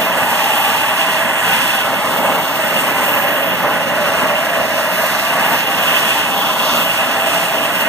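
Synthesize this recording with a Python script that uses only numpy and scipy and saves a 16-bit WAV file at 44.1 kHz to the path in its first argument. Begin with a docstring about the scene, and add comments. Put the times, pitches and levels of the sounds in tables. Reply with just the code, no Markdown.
"""Gas torch at a workshop bench

Close up, a hand-held torch burns against a copper pipe joint; a motor hums behind it, off to the right.
The turbulent flame roars and flutters, and the gas jet hisses as it is played over the metal.
A gloved hand works close by and shades it. Echoes off the bench colour the roar,
and two spaced microphone ports pick it all up."""
import sys
import numpy as np
from scipy import signal
from scipy.fft import rfft, irfft
from scipy.io import wavfile
from scipy.ndimage import uniform_filter1d

SR = 44100
rng = np.random.default_rng(int(sys.argv[2]) if len(sys.argv) > 2 else 0)


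def waveform_to_disk(signal):
    """Save audio, clipped to [-1, 1], as 16-bit WAV at the path in sys.argv[1]."""
    frames = np.transpose(np.atleast_2d(signal))
    scaled = np.clip(frames, -1, 1) * 32767
    samples = np.round(scaled).astype(np.int16)
    wavfile.write(sys.argv[1], SR, samples)


N = 347508
TIME = np.arange(N) / SR
FREQ = np.arange(N // 2 + 1) * SR / N


def undb(db):
    """Decibels to gain."""
    return 10 ** (np.asarray(db) / 20)


def curve(table):
    """A table's values, joined by straight lines in time."""
    return np.interp(TIME, *np.transpose(table))


def across(table):
    """A table's columns, joined by straight lines in log frequency."""
    hz, *columns = np.transpose(table)
    return [np.interp(np.log(FREQ + 1), np.log(hz), column) for column in columns]


def bell(hz, width_hz):
    """A rounded bump of height 1 in frequency."""
    return np.exp(-(2 * (FREQ - hz) / width_hz) ** 2)


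def colour(outline, peaks):
    """A spectrum in dB: a broad outline with peaks and notches on it."""
    return across(outline)[0] + sum(db * bell(hz, width) for hz, width, db in peaks)


def lift(x, hz, width_hz, db):
    """Raise or lower one band of a sound by a changing number of dB."""
    return x + (undb(db) - 1) * irfft(rfft(x) * bell(hz, width_hz), N)


def drift(rate_hz):
    """A smooth random wobble of spread 1 that moves about rate_hz times a second."""
    wobble = irfft(rfft(rng.standard_normal(N)) * np.exp(-(FREQ / rate_hz) ** 2), N)
    return wobble / wobble.std()


def steady(x, seconds, share=0.38):
    """Even out a share of the short-term swings in a noise's power."""
    power = uniform_filter1d(np.mean(x ** 2, axis=0), int(seconds * SR))
    return x * power ** (-share / 2)


# The torch as it reaches the two microphone ports. Each row: frequency in Hz, left minus right in dB,
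# coherence from 0 to 1, phase by which the left leads in radians.
MIC_PORTS = [(60, -9.5, 0.8, 1.43), (130, -6.5, 0.95, 1.04), (260, 0.1, 0.98, 1.08),
             (400, 3.1, 0.83, -0.18), (540, -4.4, 0.94, 0.48), (700, 0.5, 0.98, 0.27),
             (1200, 0.8, 0.99, 0.03), (1900, -4.4, 0.87, -0.52), (2150, -3.2, 0.5, -1.35),
             (2500, -4.1, 0.97, -3.32), (2950, -0.3, 0.89, -3.96), (3300, 2.4, 0.73, -5.09),
             (3600, -1.0, 0.71, -5.7), (4200, -0.7, 0.32, -4.89), (4680, -0.3, 0.42, -3.9),
             (4950, -0.2, 0.86, -3.2), (5350, 0.6, 0.57, -3.7), (5700, 2.0, 0.41, -4.4),
             (6030, 0.4, 0.49, -5.8), (6550, -1.2, 0.66, -6.15), (6820, -1.3, 0.6, -6.4),
             (7050, -1.5, 0.1, -8.9), (7700, -1.2, 0.82, -9.9), (8600, 2.2, 0.45, -10.67),
             (9300, -2.2, 0.62, -12.8), (9700, -1.5, 0.42, -15.0), (10350, 0.4, 0.93, -15.71),
             (11000, -0.5, 0.5, -16.8), (11550, -1.1, 0.58, -18.9), (12300, -1.1, 0.48, -20.9),
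             (12800, -1.1, 0.8, -21.95), (14000, -0.8, 0.8, -25.18), (15100, -0.1, 0.85, -28.3)]

def turbulence(colour_db, low_hz, high_hz):
    """One band of eddy noise at the two ports, rms 1: shared direct sound plus the room's diffuse part."""
    balance_db, coherence, phase = across(MIC_PORTS)
    direct, room = rfft(rng.standard_normal((2, N)))
    side = np.array([[1], [-1]])
    pair = np.sqrt(1 + coherence) * direct + side * np.sqrt(1 - coherence) * room
    pair = pair * undb(side * balance_db / 2) * np.exp(0.5j * side * phase)
    hz = FREQ + 1
    band = ((1 + (low_hz / hz) ** 40) * (1 + (hz / high_hz) ** 40)) ** -0.5
    noise = irfft(pair * band * undb(colour_db), N)
    return noise / noise.std()


# The motor, behind the torch. Each row: frequency in Hz, level in dB before panning.
MOTOR_TONES = [(58.3, -69), (118.9, -49.5), (177.2, -49.5)]

def motor(waver_db=2.5, pan_db=-5):
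    """A motor off to the right hums on three low, slightly wavering tones."""
    hum = np.zeros(N)
    for hz, db in MOTOR_TONES:
        amplitude = np.sqrt(2) * undb(db + waver_db * drift(3.6))
        hum += amplitude * np.sin(2 * np.pi * hz * TIME + 0.5 * drift(1.5))
    return hum * undb(np.array([[pan_db], [-pan_db]]) / 2)


# When the gloved hand shades or colours the torch. Each row: start in seconds, end in seconds.
HAND_BESIDE = [(-.5, .2), (3.4, 4.95), (7.8, 8.5)]  # shading from beside the nozzle, between it and the microphone
HAND_OVER = [(1.8, 2.61), (6.27, 6.86)]  # reaching over the pipe

def glove(beside_db=0, over_db=0):
    """The dB the glove adds from its two places, fading evenly as the hand moves in and out."""
    change_db = np.zeros(N)
    for visits, move_s, db in [(HAND_BESIDE, 0.62, beside_db), (HAND_OVER, 0.12, over_db)]:
        for arrives, leaves in visits:
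            moved_in = np.clip((TIME - arrives) / move_s + 0.5, 0, 1)
            still_there = np.clip((leaves - TIME) / move_s + 0.5, 0, 1)
            change_db += db * moved_in * still_there
    return change_db


# The echo off the glove, just above the pipe. Each row: frequency in Hz, width in Hz, gain in dB.
GLOVE_PEAKS = [(1260, 360, 1), (2220, 180, 5.5), (2410, 150, -7), (3660, 240, 3), (4460, 230, 2)]

def glove_echo(torch):
    """While it is over the pipe, the glove throws the sound back and makes it hollow."""
    return torch + sum(lift(torch, hz, width, glove(over_db=db)) - torch for hz, width, db in GLOVE_PEAKS)


# The jet's tone from close by. Each row: frequency in Hz, relative level in dB.
JET_OUTLINE = [(2300, -19.5), (2600, 2), (2850, -5), (3150, -9), (3500, -13.5), (3900, -20), (5600, -24),
               (7200, -17.5), (7700, -15.5), (8500, -12), (10300, -18.5), (11800, -16), (13200, -17.5),
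               (15500, -17)]
# Resonances and gaps of the nozzle and open pipe. Each row: frequency in Hz, width in Hz, gain in dB.
NOZZLE_PEAKS = [(2430, 100, 6.5), (2786, 180, 6), (2950, 60, 9), (2980, 66, -2), (3058, 52, 3.5),
                (3500, 69, 2), (3640, 180, -3.5), (4260, 810, 1.4), (5550, 480, 4.5), (5940, 300, -1),
                (7700, 320, 8.3), (9840, 700, -2), (12100, 800, -1), (13200, 600, 3)]
# The jet hisses more the harder it strikes the metal. Each row: time in seconds, base level in dB.
JET_STRIKE = [(0.0, -31), (0.14, -34), (0.22, -31), (0.32, -31.5), (0.58, -30.5), (0.82, -32),
              (1.13, -30.5), (1.33, -34.5), (1.51, -28), (2.01, -30.5), (2.31, -31), (2.47, -34),
              (2.77, -32.5), (3.48, -36.5), (3.7, -34.5), (3.8, -35.5), (4.14, -32), (4.46, -34),
              (4.62, -33), (4.93, -31), (5.03, -29), (5.13, -31), (5.55, -29.5), (5.65, -33), (5.87, -28),
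              (6.15, -28.5), (6.21, -30), (6.79, -26), (6.87, -30), (7.2, -30.5), (7.32, -28), (7.54, -32),
              (7.82, -29), (7.88, -34)]
# The jet's bands, low to high. Each row: time in seconds, dB added to the base level.
RUSH_DB = [(0.0, 11.5), (0.4, 11.5), (0.85, 13), (1.37, 11.5), (1.5, 11), (1.72, 11.5), (1.9, 9),
           (2.17, 7.5), (2.28, 12.5), (2.7, 10.5), (3.4, 14.5), (4.0, 13), (4.26, 14.5), (5.1, 8.5),
           (5.89, 11.5), (6.15, 12.5), (6.26, 10.5), (6.34, 12), (6.55, 10.5), (7.0, 12.5), (7.08, 11),
           (7.4, 10), (7.88, 12)]
LOW_HISS_DB = [(0.0, 3.5), (0.99, 2.7), (1.37, -1.2), (1.45, 2), (1.85, -1), (2.4, 1), (2.47, 4.3),
               (2.93, 0.6), (3.5, 4.3), (3.9, 5.8), (4.6, 3.3), (5.1, 2.3), (5.97, 1.3), (6.75, 1.2),
               (7.4, -0.7), (7.88, 2)]
HIGH_HISS_DB = [(0.0, 0.7), (1.31, 2.8), (1.81, -1.2), (2.6, 3.8), (3.05, 4.6), (3.6, 1.5), (4.65, 1),
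                (5.35, -1.3), (6.4, -0.6), (6.79, -2.3), (7.14, 1.3), (7.88, -0.5)]
SPRAY_DB = [(0.0, 1.5), (2.41, -2.5), (2.47, -3), (3.36, 3.5), (4.18, 0.5), (5.09, 2), (5.31, -1),
            (7.74, -4), (7.88, -2)]
SIZZLE_DB = [(0.0, 6), (0.42, -1), (0.62, 5), (1.03, 0), (1.7, -0.5), (2.0, 0), (2.4, 5.5), (2.79, 2),
             (3.12, 9.5), (3.5, 9), (3.82, 2), (4.4, 2.5), (4.84, 1.5), (5.05, 5), (5.15, -2), (5.22, 2.5),
             (5.38, -2.5), (5.49, 4), (6.25, -3), (6.35, 4), (6.59, -1), (6.85, 3), (7.06, -0.5),
             (7.88, 2.5)]
# The top of the rush, which the glove cancels beside the nozzle and throws back over the pipe.
# Each row: time in seconds, relative lift in dB.
RUSH_LIFT = [(0, 3.5), (1.5, 4), (1.78, 7.5), (2.0, 5.5), (2.7, 2.3), (3.1, 0), (3.5, 5), (4.0, -2),
             (4.65, -1.5), (5.3, -1), (5.7, 4), (6.15, 5.5), (6.3, -0.5), (6.34, 10), (6.7, 8.5),
             (6.9, 3.5), (7.88, 3)]

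def gas_jet(flutter_db=0.64, flicker_db=0.96, waver_db=1.12, sizzle_db=1.3, rush_follow=0.64):
    """Gas rushes from the nozzle and hisses where it strikes the hot metal; the glove shades it all."""
    strike_db = curve(JET_STRIKE)
    swell_db = strike_db - strike_db.mean()
    colour_db = colour(JET_OUTLINE, NOZZLE_PEAKS)
    rush = lift(turbulence(colour_db, 2250, 3670), hz=3380, width_hz=520, db=curve(RUSH_LIFT))
    rush = steady(rush, seconds=0.51, share=0.71)
    rush *= undb(curve(RUSH_DB) + rush_follow * swell_db + flicker_db * drift(26))
    low = undb(curve(LOW_HISS_DB) + waver_db * drift(6)) * turbulence(colour_db, 3480, 6590)
    high = undb(curve(HIGH_HISS_DB) + waver_db * drift(6)) * turbulence(colour_db, 6350, 10050)
    spray = undb(curve(SPRAY_DB) + flicker_db * drift(46)) * turbulence(colour_db, 9700, 13500)
    sizzle_gain = undb(curve(SIZZLE_DB) + sizzle_db * drift(250) + waver_db * drift(6))
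    sizzle = sizzle_gain * turbulence(colour_db, 13200, 15000)
    hiss = undb(swell_db) * (low + high + spray + sizzle)
    shade_db = glove(beside_db=-3.1, over_db=-2.2)
    return undb(strike_db.mean() + shade_db + flutter_db * drift(32)) * (rush + hiss)


# Passing resonances at the joint. Each row: frequency in Hz, width in Hz.
LICK_BANDS = [(560, 52), (660, 82), (810, 57), (910, 69), (1020, 43), (1140, 26)]

def licks(roar, depth_db=1.9, rate_hz=3.5):
    """The roar's resonances come and go by chance as the flame licks round the pipe."""
    return roar + sum(lift(roar, hz, width, depth_db * drift(rate_hz)) - roar for hz, width in LICK_BANDS)


# The pitch of the roar's hollow note wanders up and down. Each row: time in seconds, pitch in Hz.
HOLLOW_PITCH = [(0.0, 636), (0.44, 625), (1.49, 644), (2.17, 585), (2.65, 633), (3.36, 553), (3.9, 586),
                (4.3, 631), (4.52, 667), (4.78, 623), (5.4, 694), (6.14, 655), (6.54, 614), (7.09, 660),
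                (7.88, 637)]

def hollow_note(roar, width_hz=70, peak_db=6):
    """The air pocket between nozzle, pipe and glove gives the roar a hollow note; rms 1."""
    carrier = np.exp(2j * np.pi * np.cumsum(curve(HOLLOW_PITCH)) / SR)
    lowpass = signal.butter(1, width_hz / 2, fs=SR)
    # Shift the note down to 0 Hz, keep what is near it, and shift it back.
    note = 2 * np.real(carrier * signal.filtfilt(*lowpass, roar / carrier, padtype=None))
    closing_db = glove(beside_db=4)  # the glove closes the pocket and sharpens its note
    hollow = roar + (undb(peak_db + closing_db) - 1) * note
    return hollow / hollow.std()


# The copper pipe's two rings. Each row: time in seconds, relative lift in dB.
LOW_RING_LIFT = [(0, -4), (.3, 4), (1.1, 2.5), (1.3, 0), (2.1, -2), (2.3, 3.5), (2.55, -0.5), (5.1, -1.5),
                 (5.5, 2.5), (5.9, -1.5), (7.88, -1)]
HIGH_RING_LIFT = [(0, 2), (1.2, 1.5), (1.5, -2.5), (4.0, -1), (4.6, -2.5), (5.1, 2), (5.35, 7.5),
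                  (5.7, 0.5), (6.3, 2.5), (6.7, -1), (7.88, -1)]

def pipe_ring(roar):
    """The pipe rings in two bands within the roar."""
    roar = lift(roar, hz=850, width_hz=350, db=curve(LOW_RING_LIFT))
    return lift(roar, hz=1150, width_hz=120, db=curve(HIGH_RING_LIFT))


# Short puffs at the joint. Each row: time of the peak in seconds, boost in dB.
FLAME_PUFFS = [(4.44, 0), (4.596, 1.5), (4.796, 6), (4.885, 3), (5.042, 4.5), (5.152, 3), (5.234, 4),
               (7.08, 0)]

def puffs(rise_s=0.027):
    """The dB the roar briefly gains as the flame laps round the pipe."""
    return sum(db * np.exp(-((TIME - peak_s) / rise_s) ** 2) for peak_s, db in FLAME_PUFFS)


# The flame's tone from close by. Each row: frequency in Hz, relative level in dB.
FLAME_OUTLINE = [(25.0, -42), (50.0, -30), (62.0, -26.5), (105.0, -25), (130, -19.5), (175.0, -13),
                 (250.0, -9.5), (370.0, -17.5), (480.0, -12), (540.0, -5.5), (640.0, -2.5), (850.0, -2),
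                 (1300.0, -5.5), (1900.0, -12), (2300.0, -12.5)]
# Peaks and notches at the microphone from echoes off bench, pipe and walls.
# Each row: frequency in Hz, width in Hz, gain in dB.
BENCH_ECHOES = [(179.3, 7.3, 7.5), (285, 10, 4.5), (282, 8.5, -6.5), (303.5, 13, 2.5), (452.5, 14, 3),
                (477, 17, -12), (500, 12, -4), (520, 18, 4.5), (572.5, 8.6, -14), (589, 22, 3),
                (604.4, 15, -4), (617, 33, -0.5), (738, 37, -4.5), (792, 21, 5.5), (806, 20, -1.5),
                (853, 12, 1), (898, 16, 0), (934, 24, -1.5), (1016, 24, 4), (1083, 23, -5), (1126, 24, 3),
                (1277, 26, -5.5), (1342, 26, -1.5), (1410, 20, 2), (1427, 32, -9), (1486, 31, 3.5),
                (1547, 72, -6.5), (1670, 29, 2), (1890, 48, 3.5), (2183, 77, -7.5)]
# The flame swells and sinks as it is played over the joint. Each row: time in seconds, base level in dB.
RUMBLE_DB = [(0.0, -25), (0.08, -30), (0.24, -27.5), (0.42, -31.5), (2.01, -29.5), (2.09, -27),
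             (2.29, -28.0), (4.28, -27.5), (4.38, -30.9), (4.6, -26.8), (4.8, -28), (7.18, -29.5),
             (7.88, -27)]
POCKET_DB = [(0.0, -22.5), (0.48, -26.5), (0.9, -27), (1.27, -23), (1.47, -29.5), (2.13, -22.5),
             (2.57, -24.5), (2.75, -20.5), (2.87, -25.5), (3.46, -21.5), (3.57, -26.5), (3.85, -22.5),
             (4.3, -24.5), (4.5, -20), (4.6, -17.5), (4.7, -21), (5.05, -22.5), (5.2, -22.5), (5.5, -24),
             (5.87, -23), (6.2, -28), (6.4, -26), (7.05, -23.5), (7.3, -22), (7.88, -23)]
CORE_DB = [(0.0, -20), (0.56, -19), (0.84, -20.5), (0.9, -20), (1.37, -21.5), (1.47, -18.5), (1.67, -21.5),
           (1.85, -19), (2.05, -20.0), (2.31, -17.5), (2.47, -22), (3.05, -19), (3.58, -21.5),
           (3.68, -17.1), (3.84, -21.5), (4.24, -18), (4.44, -21), (4.74, -23.5), (4.93, -22.5),
           (5.11, -23), (5.26, -25), (5.33, -20.5), (5.53, -18.5), (5.61, -24.5), (5.83, -19),
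           (6.23, -21.5), (6.49, -19), (6.55, -20.5), (6.79, -17.5), (6.85, -22.5), (7.1, -19.5),
           (7.56, -22.5), (7.62, -21), (7.88, -22)]
SMALL_EDDY_DB = [(0.0, -22.5), (0.62, -23), (1.17, -21.5), (2.27, -22.5), (3.24, -23), (5.57, -21),
                 (5.65, -25.5), (5.97, -20.5), (6.33, -24.5), (7.5, -23.5), (7.6, -25.5), (7.88, -19.5)]

def flame(flutter_db=0.6, flutter_hz=27, surge_db=0.5, surge_hz=6):
    """Eddies of burning gas in four sizes swell and flutter together; the pocket and core also puff."""
    core_db = curve(CORE_DB)
    swell_db = core_db - core_db.mean()
    rumble_db = curve(RUMBLE_DB) + 0.71 * swell_db
    pocket_db = curve(POCKET_DB) + swell_db + surge_db * drift(surge_hz)
    small_db = curve(SMALL_EDDY_DB) + 0.33 * swell_db + surge_db * drift(surge_hz)
    small_db += glove(beside_db=-0.5, over_db=-3.5)
    colour_db = colour(FLAME_OUTLINE, BENCH_ECHOES)
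    rumble = undb(rumble_db) * steady(turbulence(colour_db, 18, 497), seconds=0.39)
    pocket = hollow_note(licks(turbulence(colour_db, 506, 703)))
    pocket = undb(pocket_db + puffs()) * steady(pocket, seconds=0.1)
    core = pipe_ring(licks(turbulence(colour_db, 746, 1564)))
    core = undb(core_db + puffs()) * steady(core, seconds=0.09)
    small_eddies = undb(small_db) * steady(turbulence(colour_db, 1489, 2266), seconds=0.13)
    return undb(flutter_db * drift(flutter_hz)) * (rumble + pocket + core + small_eddies)


def scene():
    """Flame and jet close to the microphone, the motor behind them."""
    return glove_echo(flame() + gas_jet()) + motor()


def record(dry):
    """A soft limiter rounds the loudest peaks, and the top treble is cut steeply."""
    top_hz = 15500
    rounded = dry / (1 + dry ** 8) ** (1 / 8)
    return irfft(rfft(rounded) / np.sqrt(1 + (FREQ / top_hz) ** 600), N)


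dry = scene()
out = record(dry)
waveform_to_disk(out)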